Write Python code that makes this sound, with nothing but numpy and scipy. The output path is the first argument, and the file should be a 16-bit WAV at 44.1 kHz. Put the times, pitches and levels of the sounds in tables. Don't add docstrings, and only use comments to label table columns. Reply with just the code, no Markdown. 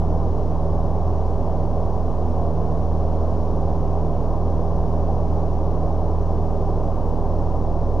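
import sys
import numpy as np
from scipy import signal
from scipy.fft import rfft, irfft
from scipy.io import wavfile
from scipy.ndimage import uniform_filter1d

SR = 44100
rng = np.random.default_rng(int(sys.argv[2]) if len(sys.argv) > 2 else 0)


def materialize(psi):
    bounded = np.clip(np.atleast_2d(psi).T, -1, 1)
    quanta = np.round(bounded * 32767).astype(np.int16)
    wavfile.write(sys.argv[1], SR, quanta)


N = 352800

PULSE_SKEW_RAD, SHAKE_LEAD_RAD = -1.6, -1.2


def undb(db):
    return 10 ** (np.asarray(db) / 20)


def walk(rate_hz):
    hold = int(SR / rate_hz)
    steps = np.repeat(rng.standard_normal(N // hold + 1), hold)
    smooth = uniform_filter1d(uniform_filter1d(steps, hold), hold)
    return 1.53 * smooth[:N]


def coloured(shape, band_hz=(0, SR)):
    hz, density_db = np.transpose(shape)
    bins = np.maximum(np.fft.rfftfreq(N, 1 / SR), 1)
    gain = undb(np.interp(np.log(bins), np.log(hz), density_db))
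    spectrum = rfft(rng.standard_normal(N)) * gain
    inside = (bins > band_hz[0]) & (bins < band_hz[1])
    return irfft(spectrum, N) / irfft(spectrum * inside, N).std()


def engine_phase(firing_hz):
    return 2 * np.pi * np.cumsum(firing_hz) / SR + 0.033 * walk(16)


def tone(cycle, multiple, db, lead=PULSE_SKEW_RAD):
    return np.sqrt(2) * undb(db) * np.cos(multiple * cycle + lead)


def hum(cycle, firing_db):
    # (multiple of firing rate [1], mean level [dB rms], polarity [1])
    partials = [(.75, -47, -1), (1.25, -39.5, 1), (2.25, -50, 1), (2.5, -48, 1), (3, -42.5, 1),
                (3.25, -51, -1), (3.75, -50.5, 1), (4, -46.5, 1), (4.5, -50.5, -1), (5, -40.5, -1),
                (5.25, -49, 1), (6, -49.5, 1), (6.75, -50.5, -1), (7, -41.5, -1), (7.5, -50, 1),
                (8, -52, -1)]
    swell_db = firing_db + 25
    shake_db = -27.5 - 0.38 * swell_db - 0.24 * walk(3)
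    octave_db = -32 + 1.7 * swell_db + 1.54 * walk(4)

    out = tone(cycle, 0.5, shake_db, SHAKE_LEAD_RAD)
    out += tone(cycle, 1.5, shake_db - 13, 3 * SHAKE_LEAD_RAD)
    out += tone(cycle, 1, firing_db + 0.5 * walk(7.3))
    out += tone(cycle, 2, octave_db)
    for multiple, db, polarity in partials:
        shifted_cycle = cycle + 0.023 * walk(4)
        wandering_db = db + 1.7 * walk(3.3)
        out += polarity * tone(shifted_cycle, multiple, wandering_db)
    return out


def roar(cycle):
    # (frequency [Hz], relative density [dB per Hz])
    roar_shape = [(9, -24), (25, -1.5), (65, 1.5), (135, -1.5), (165, -2), (210, -6), (300, -3), (340, -5),
                  (420, -2), (510, -5), (610, -3.5), (790, -3.5), (825, -8), (1050, -11), (1200, -19),
                  (1320, -27), (1800, -39), (2600, -60)]
    level_db = -29 - 0.01 * walk(3)
    firing_throb_db = 0.26 * np.cos(cycle + 1.3)
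    shaft_throb_db = 0.43 * np.cos(cycle / 2 + 1.9)
    noise = coloured(roar_shape, (150, 1200))
    return undb(level_db + firing_throb_db + shaft_throb_db) * noise


def hiss():
    # (frequency [Hz], relative density [dB per Hz])
    hiss_shape = [(800, -11.5), (1800, -2), (2950, 0.5), (3500, -2), (4800, -2), (5700, 0), (6500, -5.5),
                  (8000, -15), (11000, -20), (13000, -24.5), (15000, -30), (15400, -44.5)]
    return undb(-61 + 0.27 * walk(5)) * coloured(hiss_shape)


def amplifier_noise():
    # (frequency [Hz], relative density [dB per Hz])
    noise_shape = [(1200, -17), (1900, 1), (6300, -3), (7500, -15.5), (12000, -23.5), (16000, -40.5)]
    return undb(-73) * np.array([coloured(noise_shape), coloured(noise_shape)])


def channel_imbalance(dry):
    balance_db, bass_hz = 0.42, 185
    lowpass = signal.butter(N=6, Wn=bass_hz, fs=SR, output="sos")
    bass = signal.sosfiltfilt(lowpass, dry)
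    gain_change = undb(np.array([[balance_db], [-balance_db]]) / 2) - 1
    return gain_change * (bass + 0.5 * (dry - bass))


def scene():
    # (time [s], firing rate [Hz], firing tone level [dB rms])
    cruise = [(0.5, 79.53, -24), (1.1, 79.82, -24.5), (1.6, 80.27, -26), (2.1, 80.2, -26),
              (2.6, 80.14, -24.5), (3.2, 79.77, -24.5), (3.8, 79.7, -25.5), (4.3, 80.17, -26),
              (4.9, 80.35, -25), (5.5, 79.6, -24), (6.1, 79.77, -24.5), (6.7, 79.8, -25.5),
              (7.2, 79.32, -27), (7.7, 79.3, -26.5)]
    s, rate_hz, level_db = np.transpose(cruise)
    time = np.arange(N) / SR
    cycle = engine_phase(np.interp(time, s, rate_hz))
    firing_db = np.interp(time, s, level_db)
    line = hum(cycle, firing_db) + roar(cycle) + hiss()
    return np.array([line, line])


def band_limit(x):
    return signal.sosfilt(signal.butter(12, 15250, fs=SR, output="sos"), x)


def record(dry):
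    offset = [
        [0.0406],
        [0.0917],
    ]
    mix = dry + channel_imbalance(dry) + amplifier_noise() + np.array(offset)
    return band_limit(mix)


dry = scene()
out = record(dry)
materialize(out)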